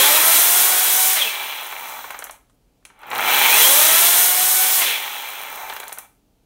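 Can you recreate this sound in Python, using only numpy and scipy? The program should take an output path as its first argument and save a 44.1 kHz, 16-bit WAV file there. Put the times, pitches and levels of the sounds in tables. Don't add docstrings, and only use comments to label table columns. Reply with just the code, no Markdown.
import sys
import numpy as np
from scipy import signal
from scipy.fft import rfft, irfft
from scipy.io import wavfile

SR = 44100
rng = np.random.default_rng(int(sys.argv[2]) if len(sys.argv) > 2 else 0)


def master_out(mix):
    frames = np.transpose(np.atleast_2d(mix))
    ceiling = np.clip(frames, -1, 1)
    pcm = np.round(ceiling * 32767).astype(np.int16)
    wavfile.write(sys.argv[1], SR, pcm)


def how_loud(loudness_db):
    steps = np.asarray(loudness_db, float) / 20
    return 10 ** steps


N = 284445

# full power [t/s], release [t/s], coasting stretch [ratio]
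RUNS = [
    (-.0984, 1.15, 1.0),
    (3.5717, 4.8, 1.04),
]
# [f/Hz], [width/Hz], [lift/dB]
BODY = [(826, 25, 5), (867, 25, 7), (912, 25, 5), (1065, 40, 3), (1315, 40, 5), (1820, 40, 4),
        (2110, 40, 5), (2335, 60, 8), (2520, 40, 3), (2650, 40, 5), (2840, 40, 4), (3060, 60, 4),
        (3225, 50, 5), (3340, 50, 7), (3460, 50, 5), (4000, 220, 6), (4700, 700, -5), (6200, 500, 2.1),
        (9100, 1200, 3.1), (10500, 700, -4), (11900, 600, 2.1)]
# [f/Hz], [level/dB]
FLAT = [(10, 0), (20000, 0)]

SOFT_START_S, SOFT_TURNS_PER_S, TOP_TURNS_PER_S = .57, 222, 394.7
LINKS_PER_TURN = .972
FRESH_S = .12


def rms_one(x):
    return x / np.sqrt(np.mean(x ** 2) + 1e-20)


def drift(rate_hz):
    r = np.exp(-2 * np.pi * rate_hz / SR)
    slow = signal.lfilter([1], [1, -2 * r, r * r], rng.standard_normal(N + SR))
    return rms_one(slow[SR:])


def along(rows, x):
    first, *columns = np.transpose(rows)
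    return [np.interp(x, first, column) for column in columns]


def butter(x, order, hz, kind="band"):
    return signal.sosfilt(signal.butter(order, hz, kind, fs=SR, output="sos"), x)


def colour(x, spectrum, peaks=(), depth=1):
    size = 2 ** 19
    hz = np.arange(size // 2 + 1) * SR / size + 1
    corner_hz, corner_db = np.transpose(spectrum)
    level_db = np.interp(np.log(hz), np.log(corner_hz), corner_db)
    for centre_hz, width_hz, lift_db in peaks:
        level_db = level_db + depth * lift_db / (1 + (2 * (hz - centre_hz) / width_hz) ** 2)
    cepstrum = irfft(np.log(how_loud(level_db)))
    cepstrum[1:size // 2] *= 2
    cepstrum[size // 2 + 1:] = 0
    return irfft(rfft(x, size) * np.exp(rfft(cepstrum)))[..., :N]


def split(x):
    shell_hz, hiss_hz = 1700, 4800
    bands = butter(x, 4, shell_hz, "low"), butter(x, 4, [shell_hz, hiss_hz]), butter(x, 4, hiss_hz, "high")
    return [rms_one(band) for band in bands]


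def bursts(clicks, t60_s):
    envelope = signal.lfilter([1], [1, -how_loud(-60 / (t60_s * SR))], clicks + 1e-18)
    return envelope * rng.standard_normal(N)


def motion():
    # since release [t/s], share of speed at release [ratio]
    coast = [
        (0, 1),
        (.03, .865),
        (.07, .71),
        (.15, .505),
        (.25, .41),
        (.4, .345),
        (.78, .135),
        (1.05, .05),
        (1.2, .013),
    ]
    # since full power [t/s], [level/dB]
    pull = [
        (-.72, -89),
        (-0.618, -88),
        (-0.495, -55.5),
        (-0.435, -36.5),
        (-0.291, -20),
        (-0.082, -15),
        (.1, -11),
        (0.36, -12.5),
        (0.84, -15),
    ]
    # since release [t/s], [level/dB]
    fade = [
        (0, 0.5),
        (.06, -4),
        (.17, -11.5),
        (.42, -18),
        (.8, -23.5),
        (1.0, -31.5),
        (1.15, -43.5),
        (1.2, -43),
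        (1.26, -72.5),
    ]
    surge, surge_s, climb_s, soft_bend, fresh_db = .103, .0825, .367, .92, 1
    t = np.arange(N) / SR
    second_run = t > RUNS[1][0] + pull[0][0]
    full, release, stretch = np.transpose(RUNS)[:, second_run.astype(int)]
    on = np.minimum(t, release) - full
    off = np.maximum(t - release, 0) / stretch
    ramp = SOFT_TURNS_PER_S * np.clip(1 + on / SOFT_START_S, .02, 1) ** soft_bend
    lag = surge * np.exp(-on / surge_s) + (1 - surge) * np.exp(-on / climb_s)
    climb = TOP_TURNS_PER_S - (TOP_TURNS_PER_S - SOFT_TURNS_PER_S) * lag
    turns = np.where(on < 0, ramp, climb) * along(coast, off)[0]
    level_db = along(pull, on)[0] + along(fade, off)[0] + fresh_db * np.exp(-t / FRESH_S)
    return on, off, turns, level_db


def band_levels(on, off, turns, level_db):
    # speed [turns/s], lower [level/dB], upper [level/dB]
    tilt = [
        (5, 5.5, -2.5),
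        (50, 3, -7.5),
        (110, -2.5, -5),
        (199, -9, -6.5),
        (280, -13.5, -9.5),
        (390, -17, -13.5),
    ]
    lower_db, upper_db = along(tilt, turns)
    stall_db = 18.5 * np.exp(-np.maximum(on + SOFT_START_S, 0) / .13)
    growl_db = np.clip(-on / 0.17, 0, 1)
    settling_db = 3 * np.exp(-np.arange(N) / SR / FRESH_S)
    brake = (1 - np.exp(-off / 0.024)) * np.exp(-off / 0.67)
    lower_db = level_db + lower_db + stall_db + growl_db + 1.5 * brake
    upper_db = level_db + upper_db + stall_db + settling_db + 7 * brake
    return lower_db, upper_db, level_db


def roar(turns, levels_db):
    # [f/Hz], [density/dB]
    air_spectrum = [(47, -75), (80, -35.5), (242, -22), (370, -13), (800, -8), (1400, -7.5), (2500, -5.5),
                    (3400, -3), (4200, -7.5), (5600, -5), (7500, -3.5), (9300, 0), (13000, 0), (15800, -1)]
    # [f/Hz], [density/dB]
    chain_spectrum = [(47, -64.5), (80, -39.5), (383, -19), (665, -9.0), (759, -6.5), (829, -6.0),
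                      (1800, -9.5), (2290, -3.5), (3050, -1.5), (3330, -2.0), (4950, -15), (6040, -12.5),
                      (10700, -18.5), (14300, -7.0), (15600, -8), (20000, -32.5)]
    # [f/Hz], [density/dB]
    steel_spectrum = [(4500, -9), (7000, -19), (9000, -1.5), (11000, -2), (13500, -1), (15800, 5)]
    ring = 1.25
    links_hz = LINKS_PER_TURN * np.maximum(turns, 20)
    passing = np.diff(np.floor(np.cumsum(links_hz * how_loud(1.5 * drift(60))) / SR), prepend=0)
    rattle = rng.random(N) < 1.5 * links_hz / SR
    even = 1 / np.sqrt(links_hz)
    thuds = passing * how_loud(2.2 * rng.standard_normal(N)) * even
    tap_amp = how_loud(2.8 * np.minimum(rng.exponential(1, N), 4))
    taps = (0.76 * passing + 0.55 * rattle) * tap_amp * even
    housing = split(colour(bursts(thuds, 0.016), chain_spectrum, BODY, depth=ring))[:2]
    steel = split(colour(bursts(taps, 0.0022), steel_spectrum, BODY))[2:]
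    rub = split(colour(rng.standard_normal(N), chain_spectrum, BODY, depth=ring))
    air = split(colour(rng.standard_normal(N), air_spectrum, BODY, depth=0.77))
    blown = 1 / (1 + (255 / np.maximum(turns, 1)) ** 5)
    clear = np.clip((turns - 35) / 45, 0, 1)
    out = 0
    for db, stream, contact, friction, share in zip(levels_db, air, housing + steel, rub, (.55, .45, .6)):
        struck = share * clear
        chain = np.sqrt(struck) * contact + np.sqrt(1 - struck) * friction
        mixed = np.sqrt(blown) * stream + np.sqrt(1 - blown) * chain
        out = out + how_loud(db + 1.1 * drift(3.3)) * mixed
    return out


def song(on, off, turns, level_db):
    slow_db = 3.1 * np.minimum(turns - 220, 0)
    blade_db = -26.5 + slow_db + .15 * np.minimum(turns - 285, 0) - 691 * off
    load = np.clip((TOP_TURNS_PER_S - turns) / 110, 0, 1) ** 2
    pulling_db = -49 + 21.5 * load + 55 * np.log10(np.minimum(turns / 200, 1))
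    rise_s, squeal_s = .06, .17
    braking_db = -31 - 55 * np.maximum(off - rise_s, 0)
    braking_db = braking_db - 450 * np.maximum(off - squeal_s, 0) - 250 * np.maximum(rise_s - off, 0)
    slot_db = np.where(off > 0, braking_db, pulling_db)
    link_db = level_db - 19.5 + 0.22 * slow_db
    early = np.maximum(-on - SOFT_START_S + .16, 0)
    buzz_db = -54 - 110 * early - 400 * early ** 2
    buzz_db = buzz_db - 9.5 * np.clip(on / .05, 0, 1) - 18 * np.maximum(on + 5 * off, 0)
    bite_db = np.where(off > .01, -30.5 - 600 * np.maximum(off - 0.032, 0), -120)
    return blade_db, slot_db, link_db, buzz_db, bite_db


def whine(turns, blade_db, slot_db, link_db, buzz_db, bite_db):
    # multiple of link rate [ratio], [level/dB]
    chain_orders = [(1, -19), (2, -3), (3, -8), (4, -4), (6, -9.5), (8, -7)]
    # multiple of twice the mains [ratio], [level/dB]
    buzz_orders = [(1, 0), (2, 1), (3, 8), (4, 8), (7, 17)]
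    slot_count, blade_count, mains_hz = 12, 38, 60
    phase = 2 * np.pi * np.cumsum(turns) / SR
    blades = how_loud(blade_db + 3.6 * drift(25)) * np.sin(blade_count * phase + 0.34 * drift(40))
    slots = how_loud(slot_db + 4.0 * drift(25)) * np.sin(slot_count * phase + .9 * drift(50))
    bite = how_loud(bite_db) * np.sin(slot_count / 2 * phase + .4 * drift(40))
    links = 0
    for k, db in chain_orders:
        link_amp = how_loud(link_db + db + 2.5 * drift(25))
        links = links + link_amp * np.sin(k * LINKS_PER_TURN * phase + 0.13 * drift(1.8))
    mains_phase = 4 * np.pi * mains_hz * np.arange(N) / SR
    buzz = sum(how_loud(buzz_db + db) * np.sin(k * mains_phase) for k, db in buzz_orders)
    return np.sqrt(2) * (blades + colour(links + slots + bite, FLAT, BODY) + buzz)


def workshop(x):
    t60_s, room_db = 0.36, -11.5
    t = np.arange(SR // 2) / SR
    tail = rng.standard_normal(len(t)) * how_loud(-60 * t / t60_s) * (t > .004)
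    tail = signal.lfilter([1], [1, -.3], tail)
    return how_loud(room_db) * signal.fftconvolve(x, tail / np.sqrt(np.sum(tail ** 2)))[:N]


def room_tone(on, off):
    # [f/Hz], [density/dB]
    hum_spectrum = [(13, -32.5), (22, -5.5), (49, -6.5), (76, -20.5), (125, -14), (147, -18.5), (255, -17),
                    (292, -13), (317, -22), (467, -21.5), (705, -41), (1850, -52), (15800, -41)]
    # [f/Hz], [width/Hz], [lift/dB]
    hum_lines = [(46.4, 8, 3), (119, 4.2, 0.5), (286, 16, -1.5)]
    # [f/Hz], [density/dB]
    hiss_spectrum = [(290, -36), (500, -1), (706, -1), (770, -3), (1880, -17.5), (2620, -12.5),
                     (15600, -18.5)]
    tone_db, hiss_db, duck_db_per_s, hold_s, back_s = -68, -70, 9.5, 0.28, 0.35
    held_s = np.maximum(on, 0) + np.minimum(off, hold_s)
    level_db = tone_db - duck_db_per_s * held_s * np.clip(1 - (off - hold_s) / back_s, 0, 1)
    rumble = butter(colour(rng.standard_normal(N), hum_spectrum, hum_lines), 2, [36, 600])
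    hiss = colour(rng.standard_normal(N), hiss_spectrum)
    return how_loud(level_db + 5.0) * rms_one(rumble) + how_loud(hiss_db) * rms_one(hiss)


def ticks():
    # [t/s], peak [level/dB],
    # brightness [level/dB]
    link_ticks = [(1.3754, -24, -15), (1.4314, -18, -4), (1.6652, -19, -11), (1.7255, -26, -6.5),
                  (1.7794, -27, -8.5), (1.8846, -23, -8), (1.8956, -14.5, -17.5), (1.9385, -26, -14),
                  (2.0512, -27, -21.5), (2.1068, -19, -11), (2.1899, -10, -16.5), (2.241, -9, -13.5),
                  (2.3096, -14.5, -16.5), (2.4967, -45, -34), (2.5437, -58, -7), (5.2884, -21, -5),
                  (5.4144, -19.5, -7), (5.5588, -23, -4), (5.6935, -19, -11), (5.7364, -19, -10),
                  (5.7636, -24, -5.5), (5.8, -14.5, -10), (5.8391, -25, -7), (5.88, -14, -12),
                  (5.9264, -10, -10), (5.985, -11.5, -9.5), (6.149, -53, -13)]
    # [t/s], peak [level/dB], brightness [level/dB]
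    trigger_ticks = [
        (2.8514, -20, -26),
        (2.9908, -42, -12),
        (3.0066, -50, -7.5),
        (3.016, -43, -9),
        (3.0305, -52.5, -11.5),
        (3.0679, -45.5, 4.5),
        (3.1033, -19.5, -10),
        (3.1308, -27.5, -8.5),
        (3.1507, -13, -10),
    ]
    out, t = np.zeros((2, N)), np.arange(4096) / SR
    crack_s = .0006
    crack = t / crack_s * np.exp(1 - t / crack_s)
    rows = [*link_ticks, *trigger_ticks]
    for (s, db, bright_db), noise in zip(rows, rng.standard_normal((len(rows), 4096))):
        at = round(s * SR)
        ring_db = min(-12 - 0.24 * (db + 19.5), -6)
        puff = how_loud(db) * (crack + how_loud(ring_db - 60 * t / 0.19)) * noise
        out[:, at:at + 4096] += puff * [[1], [how_loud(bright_db)]]
    lower = butter(out[0], 4, [5800, 11000])
    upper = butter(out[1], 4, 11000, "high")
    steel = colour(how_loud(-12.5) * lower + upper, [(10, 0.0032), (20000, 0.021)], BODY)
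    return steel + how_loud(-13.5) * np.roll(steel, round(0.0051 * SR))


def knocks():
    # [t/s], peak [level/dB], brightness [level/dB]
    housing_knocks = [(1.724, -22.5, -17), (1.92, -28, -16), (1.965, -30, -20), (1.99, -28, -12),
                      (2.043, -25.5, -25), (2.105, -21.5, -14), (2.145, -23, -27), (2.192, -27.5, -40),
                      (2.223, -26, -10), (2.245, -30.5, -22), (2.268, -31, -15), (2.296, -27.5, -13),
                      (2.497, -54, -7), (2.826, -59, -20), (2.852, -41, 5.5), (2.901, -39, -36),
                      (3.032, -30.5, -20), (3.115, -20, -5), (3.157, -22.5, -0.5), (3.186, -13, -12),
                      (5.725, -23, -12), (5.698, -22.5, -4), (5.765, -25.5, 0.5), (5.801, -27, -4),
                      (5.832, -27, -7), (5.874, -30, -5), (5.894, -35, -3), (5.922, -26, -7),
                      (5.975, -30, -15), (5.988, -33.5, -4)]
    brake_knocks = [(release + 0.018, -17.5, 1) for _, release, _ in RUNS]
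    s, low_db, bright_db = np.transpose([*housing_knocks, *brake_knocks])
    at, out = (s * SR).astype(int), 0
    for db, band_hz, t60_s in ((low_db, [520, 1900], .05), (low_db + bright_db, [2000, 4500], .03)):
        clicks = np.zeros(N)
        clicks[at] = how_loud(db + 6.5)
        out = out + butter(bursts(clicks, t60_s), 2, band_hz)
    return colour(out, FLAT, BODY, depth=.6)


def scene():
    on, off, turns, level_db = motion()
    saw = roar(turns, band_levels(on, off, turns, level_db))
    saw = saw + whine(turns, *song(on, off, turns, level_db))
    saw = saw + ticks() + knocks()
    return np.tile(saw + workshop(saw) + room_tone(on, off), (2, 1))


def noise_fills(mono):
    edges_hz = [4300, 5600, 7000, 8800, 10300, 11700, 13400, 15800]
    count, frame = 20, 2048
    side, hz = np.zeros(N), np.arange(frame // 2 + 1) * SR / frame
    places, noises = rng.random((count, 2)), rng.standard_normal((count, frame))
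    for k, ((when, band), noise) in enumerate(zip(places, noises)):
        full, release, _ = RUNS[k % 2]
        start = max(full, 0)
        at = int((start + when * (release - start)) * SR)
        low = int(band ** .7 * (len(edges_hz) - 1))
        inside = (hz > edges_hz[low]) & (hz < edges_hz[low + 1])
        level = np.std(irfft(rfft(mono[at:at + frame]) * inside))
        fill = rms_one(irfft(rfft(noise) * inside)) * np.hanning(frame) ** .5
        side[at:at + frame] += how_loud(-6.5) * level * fill
    return side


def low_pass(x):
    return signal.sosfilt(signal.butter(12, 16740, fs=SR, output="sos"), x)


def record(dry):
    parted = dry + noise_fills(dry[0]) * [[1], [-1]]
    edge = signal.firwin(1601, 15780, window=("kaiser", 8), fs=SR)
    cut = signal.fftconvolve(parted, edge[None], mode="same")
    return low_pass(np.clip(cut, -1, 1))


dry = scene()
out = record(dry)
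master_out(out)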